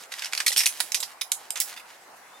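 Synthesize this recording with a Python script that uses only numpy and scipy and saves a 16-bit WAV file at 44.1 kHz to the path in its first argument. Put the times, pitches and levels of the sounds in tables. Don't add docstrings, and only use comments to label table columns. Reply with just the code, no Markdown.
import sys
import numpy as np
from scipy import signal
from scipy.fft import rfft, irfft
from scipy.io import wavfile
from scipy.ndimage import uniform_filter1d

SR = 44100
rng = np.random.default_rng(int(sys.argv[2]) if len(sys.argv) > 2 else 0)


def invert_db(level):
    return 10 ** (np.asarray(level, dtype=float) / 20)


def wav_out(sig):
    wavfile.write(sys.argv[1], SR, np.round(np.clip(np.atleast_2d(sig).T, -1, 1) * 32767).astype(np.int16))


N = 105840


def evened(x):
    return x / np.sqrt(np.mean(x ** 2) + 1e-20)


def read(points, hz):
    f, value = np.transpose(points)
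    return np.interp(np.log(hz + 1), np.log(f + 1), value)


def add(mix, start_s, sound):
    part = mix[:, round(start_s * SR):][:, :sound.shape[1]]
    part += sound[:, :part.shape[1]]


def panned(pan_db):
    return invert_db(np.array([[pan_db / 2], [-pan_db / 2]]))


def colour(db):
    log = np.log(invert_db(np.maximum(np.r_[db, db[-2:0:-1]], -100)))
    return np.fft.ifft(np.exp(log - 1j * signal.hilbert(log).imag)).real[:512]


def grains(shape, per_s, spread_db):
    hits = rng.standard_normal(shape) * (rng.random(shape) < per_s / SR)
    hits *= invert_db(spread_db * np.minimum(rng.exponential(1, shape), 4))
    same = 0.8
    right = same * hits[0] + np.sqrt(1 - same ** 2) * hits[1]
    return evened(np.array([hits[0], right]))


def wash():
    # pitch_hz, density_db
    road = [(12, -88), (20, -43), (319, -15.5), (513, -10), (802, -3.5), (1760, -10), (3530, -21),
            (3840, -17.5), (12000, -23.5), (16000, -32)]
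    # pitch_hz, likeness (0-1)
    likeness = [(30, .6), (100, .88), (300, .85), (950, .5), (4000, .1)]
    level_db, patch_db = -50, 1.86
    frames, hz = N // 256 + 5, np.fft.rfftfreq(1024, 1 / SR)
    a, b, c, d, patches = rng.standard_normal((frames, 513, 5)).T
    patches = evened(uniform_filter1d(uniform_filter1d(patches, 12, 0), 12, 1))
    same = np.clip(read(likeness, hz), -1, 1)[:, None]
    left = a + 1j * b
    right = same * left + np.sqrt(1 - same ** 2) * (c + 1j * d)
    z = np.array([left, right]) * invert_db(read(road, hz)[:, None] + patch_db * patches)
    return invert_db(level_db) * evened(signal.istft(z, nperseg=1024, noverlap=768)[1][:, :N])


def bird():
    # time_s, pitch_hz, level_db
    whistle = [
        (2.22, 3350, -70),
        (2.26, 3440, -65),
        (2.3, 3490, -72),
        (2.33, 3540, -67),
        (2.355, 3600, -55),
        (2.385, 3600, -57),
    ]
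    (s, hz, db), t = np.transpose(whistle), np.arange(N) / SR
    flutter = 1 + .6 * evened(uniform_filter1d(rng.standard_normal(N), 300))
    phase = 2 * np.pi * np.cumsum(np.interp(t, s, hz)) / SR
    return flutter * invert_db(np.interp(t, s, db + 0.5, -140, -140)) * np.sin(phase)


def yard(x):
    # pitch_hz, t60_s
    decay = [(1000, 0.061), (5000, 0.13), (15000, 0.23)]
    shared = 0.31
    taps = rng.standard_normal((2, 16384)) + shared * rng.standard_normal(16384)
    taps[:, :180] = 0
    hz, t, z = signal.stft(taps, SR, nperseg=128)
    tail = signal.istft(z * invert_db(-60 * t / read(decay, hz)[:, None]), SR, nperseg=128)[1]
    return signal.fftconvolve(x, tail / np.linalg.norm(tail[0]), axes=1)[:, :N]


def cloth():
    # start_s, length_s, level_db, brightness_db_per_octave
    strokes = [(-.04, .11, -44.5, 2), (0.088, 0.23, -39.5, 0.5), (0.301, 0.17, -37.5, 2),
               (0.648, 0.21, -41, 3), (0.809, 0.12, -43, 3), (1.056, 0.089, -47, 0.5),
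               (1.361, 0.15, -49.5, 0), (1.551, 0.056, -37.5, 0.5), (1.628, 0.094, -42, 4.5),
               (1.667, 0.069, -46, -0.5), (1.712, 0.047, -43, 0.5), (1.759, 0.054, -50, 11),
               (1.845, 0.032, -53, -5), (1.86, 0.082, -49, -1), (1.923, 0.058, -51, -2),
               (2.011, 0.033, -55, 2), (2.158, 0.03, -54.5, 8), (2.288, 0.24, -59, -2.5)]
    # pitch_hz, density_db
    fabric = [(300, -46), (700, -8.5), (1800, 1.5), (5600, -4.5), (12000, -11.5), (16000, -25)]
    per_s, spread_db, trim_db, pan_db = 4500, 3.0, -1.5, -3
    out, hz, t = np.zeros((2, N)), np.fft.rfftfreq(1024, 1 / SR), np.arange(N) / SR
    fizz = grains((2, N), per_s, spread_db) * panned(pan_db)
    for s, length, db, tilt_db in strokes:
        now = (t > s) & (t < s + length)
        weave = colour(read(fabric, hz) + tilt_db * np.log2((hz + 200) / 4000))
        stroke = fizz[:, now] * np.sin(np.pi * (t[now] - s) / length) ** 0.9
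        rustle = signal.fftconvolve(stroke, weave[None] / np.linalg.norm(weave), axes=1)
        add(out, max(s, 0), invert_db(db + trim_db) * rustle)
    return out


def hand_thuds():
    # start_s, level_db, pitch_hz
    thuds = [
        (0.505, -30, 572),
        (0.563, -33, 385),
        (0.803, -25.5, 933),
        (1.029, -25.5, 974),
    ]
    t60_s, rise_s = 0.017, 0.0021
    out, t = np.zeros((2, N)), np.arange(4000) / SR
    for s, db, hz in thuds:
        thud = invert_db(db - 60 * t / t60_s) * np.sin(2 * np.pi * hz * t) * np.minimum(t / rise_s, 1) ** 2
        add(out, s, np.ones((2, 1)) * thud)
    return out


def tube_ring(rings, t):
    damp_hz, ring = 130, 0
    for f, width, db in rings:
        near_hz = f * rng.uniform(.955, 1.045, (5, 1))
        cluster = np.exp(-np.pi * damp_hz * t) * np.sin(2 * np.pi * near_hz * t).sum(0)
        ring = ring + invert_db(db) * np.exp(-np.pi * width * t) * (np.sin(2 * np.pi * f * t) + cluster)
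    return ring / np.linalg.norm(ring)


def blow(peak_db, chatter_s, knock_hz, rings, ring_db, bright_db, rise_s):
    # pitch_hz, density_db
    crack_spectrum = [(400, -23.5), (1100, -12), (2050, -1.5), (5200, -4), (9500, -7), (13000, -16),
                      (16000, -47)]
    contacts_per_s, spread_db, first_db, trim_db = 22000, 1.0, 4, -6.5
    knock_gain_db, knock_octaves, tilt_by_knock_db = 9.5, .19, 1.4
    t, hz = np.arange(4096) / SR, np.fft.rfftfreq(1024, 1 / SR)
    drive = grains((2, 4096), contacts_per_s, spread_db)
    drive[:, 3] += invert_db(first_db)
    drive *= np.exp(-t / max(chatter_s, 5e-4)) * (1 - np.exp(-t / max(rise_s, 2e-5)))
    tilt_db = bright_db + tilt_by_knock_db * np.log2(knock_hz / 5000)
    knock_db = knock_gain_db * np.exp(-(np.log2((hz + 1) / knock_hz) / knock_octaves) ** 2)
    crack = colour(read(crack_spectrum, hz) + knock_db + tilt_db * np.log2((hz + 200) / 5000))
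    body = invert_db(ring_db) * tube_ring(rings, t)
    body[:512] += crack / np.linalg.norm(crack)
    sound = signal.fftconvolve(drive, body[None], axes=1)
    loudest = np.sqrt(uniform_filter1d((sound ** 2).mean(0), 88).max())
    return invert_db(peak_db + trim_db) * sound / loudest


def stand():
    bag = [(.036, -33, .002, 6950), (0.1185, -27.5, 0.0061, 1730), (.1218, -24, 0.0035, 4030),
           (0.1385, -22.5, 0.0018, 2070), (0.1868, -29, 0.0018, 1560), (0.1928, -23, 0.0027, 5000),
           (0.2205, -20.5, 0.0046, 1700), (0.236, -24.5, 0.0035, 2000), (0.2446, -19, 0.0026, 5040),
           (0.2565, -21, 0.004, 5700), (.263, -30.5, .008, 2800), (0.3245, -23, 0.0025, 2110),
           (0.333, -13, 0.0019, 2210), (0.3499, -17.5, 0.0011, 5650), (0.3756, -13.5, 0.0036, 4930),
           (0.4015, -16, 0.0021, 3300), (0.4032, -13.5, 0.0034, 1650)]
    bag_ring = [(2300, 80, -3), (3400, 97, -22), (5000, 810, 30)]
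    bundle = [(0.463, -9.5, 0.0033, 2240), (0.4665, -8, 0.0033, 2030), (.4705, -21, 0.0046, 4200),
              (.4755, -17, 0.0045, 4100), (0.479, -8.5, 0.0068, 4300), (.4832, -24, 0.0025, 2000),
              (.4875, -36, .004, 2000), (0.5034, -20.5, 0.0056, 3120), (0.5175, -18, 0.0028, 1820),
              (0.525, -16, 0.003, 5800), (0.5296, -20, 0.0037, 4670), (.537, -25, 0.0073, 3150)]
    bundle_ring = [(2070, 45, 0), (4250, 80, 1.5), (5500, 120, -3), (9200, 100, -1.5), (12500, 80, -3)]
    slide = [(.5624, -11.5, 0.0034, 3100), (.57, -11.5, .005, 5650), (.5776, -6.5, 0.0059, 8700),
             (.579, -15.5, 0.0025, 5840), (.584, -23.5, 0.0077, 3160), (.589, -11, 0.015, 5930),
             (.598, -22, 0.0021, 2800), (.604, -12, 0.0084, 2470), (.611, -24, 0.018, 1850),
             (.618, -25, 0.0073, 5600), (.634, -16.5, 0.008, 1900)]
    slide_ring = [(5516, 45, 0), (8712, 70, -4), (9500, 90, -6), (11600, 200, -5)]
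    leg_a = [
        (.6578, -7, 0.0016, 3920),
        (0.6591, -8, 0.0042, 6050),
        (0.6634, -7.5, 0.0032, 2630),
        (.673, -10.5, 0.0025, 6600),
        (0.6894, -24.5, 0.0054, 2150),
    ]
    leg_a_ring = [(2600, 60, -6), (6150, 60, -4), (9518, 24, -1.5), (10500, 80, -4)]
    leg_b = [
        (0.803, -8, 0.00053, 4350),
        (.805, -13.5, 0.0047, 1720),
    ]
    leg_b_ring = [(1500, 150, -6), (4000, 120, -3), (9990, 90, 0), (13000, 300, -1.5)]
    leg_c = [
        (0.9194, -14, 0.0035, 6330),
        (0.9449, -8.5, 0.0031, 4300),
        (.949, -16, 0.014, 5930),
        (1.0277, -19, 0.0047, 3470),
        (1.0315, -18.5, 0.0089, 4800),
    ]
    leg_c_ring = [(2440, 30, -36), (4300, 58, 10), (5740, 160, 14), (12200, 63, -4)]
    hub = [
        (1.3155, -41, 0.002, 4600),
        (1.3176, -7.5, 0.0024, 7340),
        (1.32, -17.5, 0.0016, 3900),
        (1.322, -34, 0.0073, 8600),
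    ]
    hub_ring = [(2050, 200, -8), (3760, 150, -3), (6020, 160, -5), (6600, 150, -5), (7350, 150, 0),
                (8530, 290, -1), (11900, 250, -6)]
    leg_d = [
        (1.6018, -6.5, 0.0021, 14800),
        (1.604, -19, 0.016, 5540),
        (1.6065, -18.5, 0.0052, 2190),
        (1.615, -19.5, 0.0056, 1670),
    ]
    leg_d_ring = [(5650, 60, -1), (7870, 100, -3), (8600, 80, -3), (12000, 250, -2), (15450, 150, 7)]
    tap = [
        (1.762, -33, 0.0095, 2550),
        (1.773, -30, 0.0085, 3600),
        (1.795, -37, 0.011, 2470),
    ]
    tap_ring = [(2150, 54, 5.5), (2730, 58, 5.7), (3600, 55, 3.5), (4800, 87, 5.1)]
    leg_e = [
        (1.2112, -19, 0.0054, 4100),
        (1.214, -16, .003, 5300),
        (1.2172, -20, 0.0021, 2370),
    ]
    leg_e_ring = [(3800, 60, -1), (5670, 80, -4), (6190, 60, -6), (9650, 45, 0), (11100, 80, -7),
                  (12500, 100, -5)]
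    pin = [
        (1.0024, -19.5, 0.0082, 7600),
        (1.5051, -13.5, 0.0019, 7300),
        (1.51, -30, 0.0033, 7560),
    ]
    pin_ring = [(4140, 150, 1), (5230, 110, 1), (7700, 250, 0), (8600, 130, -5), (10700, 130, -8),
                (12300, 130, -9)]
    leg_d_ticks = [
        (1.5567, -22.5, 0.0084, 1970),
        (1.5616, -36, 0.002, 6500),
        (1.5685, -25, 0.0049, 2330),
        (1.5737, -21.5, 0.0011, 6600),
        (1.5875, -38, 0.0016, 3500),
    ]
    leg_d_ticks_ring = [(2000, 330, 0), (3600, 430, -1.8), (6500, 520, -2.3)]
    # ring_against_crack_db, left_right_db, brightness_db_per_octave, rise_s
    parts = [(-18, -3, 0, 0.00088), (-10.5, -3, 4, 0.00091), (-2.5, -4, 1.6, 0.00017),
             (-7, -3.5, 3.6, 0.00019), (-3, -7.5, 3, 0.00016), (-10, -6, 3, 0.00017),
             (-9, -4.5, 2, 0.00049), (-7.5, -5.5, 7, 0.0002), (1, -4.5, -0.5, 0.002), (-2, -5, .5, 0.00033),
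             (-3.5, -6, 6.5, 0.00014), (-2.5, -5, 2.5, 0.00013)]
    tables = [(bag, bag_ring), (bundle, bundle_ring), (slide, slide_ring), (leg_a, leg_a_ring),
              (leg_b, leg_b_ring), (leg_c, leg_c_ring), (hub, hub_ring), (leg_d, leg_d_ring),
              (tap, tap_ring), (leg_e, leg_e_ring), (pin, pin_ring), (leg_d_ticks, leg_d_ticks_ring)]
    out = np.zeros((2, N))
    for (blows, rings), (ring_db, pan_db, bright_db, rise_s) in zip(tables, parts):
        for s, peak_db, chatter_s, knock_hz in blows:
            sound = blow(peak_db, chatter_s, knock_hz, rings, ring_db, bright_db, rise_s)
            add(out, s, sound * panned(pan_db))
    low_cut = signal.butter(4, 650, "high", fs=SR, output="sos")
    return signal.sosfilt(low_cut, out)


def scene():
    yard_db = -5.5
    near = stand() + hand_thuds() + cloth()
    return near + invert_db(yard_db) * yard(near) + wash() + bird()


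def top_cut(x):
    return signal.sosfilt(signal.butter(12, 17330, fs=SR, output="sos"), x)


def record(dry):
    # pitch_hz, left_lead_radians
    ports = [(100, 0.078), (1210, .14), (3450, 0.67), (8440, 0.82), (10300, 1), (13500, .65), (16900, 0)]
    ceiling, edge_hz = .8, 16150
    turn = np.exp(.5j * read(ports, np.fft.rfftfreq(N, 1 / SR)))
    soft = ceiling * np.tanh(dry / ceiling)
    pair = irfft(rfft(soft) * np.array([turn, 1 / turn]), N)
    band = signal.oaconvolve(pair, signal.firwin(255, edge_hz, fs=SR)[None], "same")
    return top_cut(band)


dry = scene()
out = record(dry)
wav_out(out)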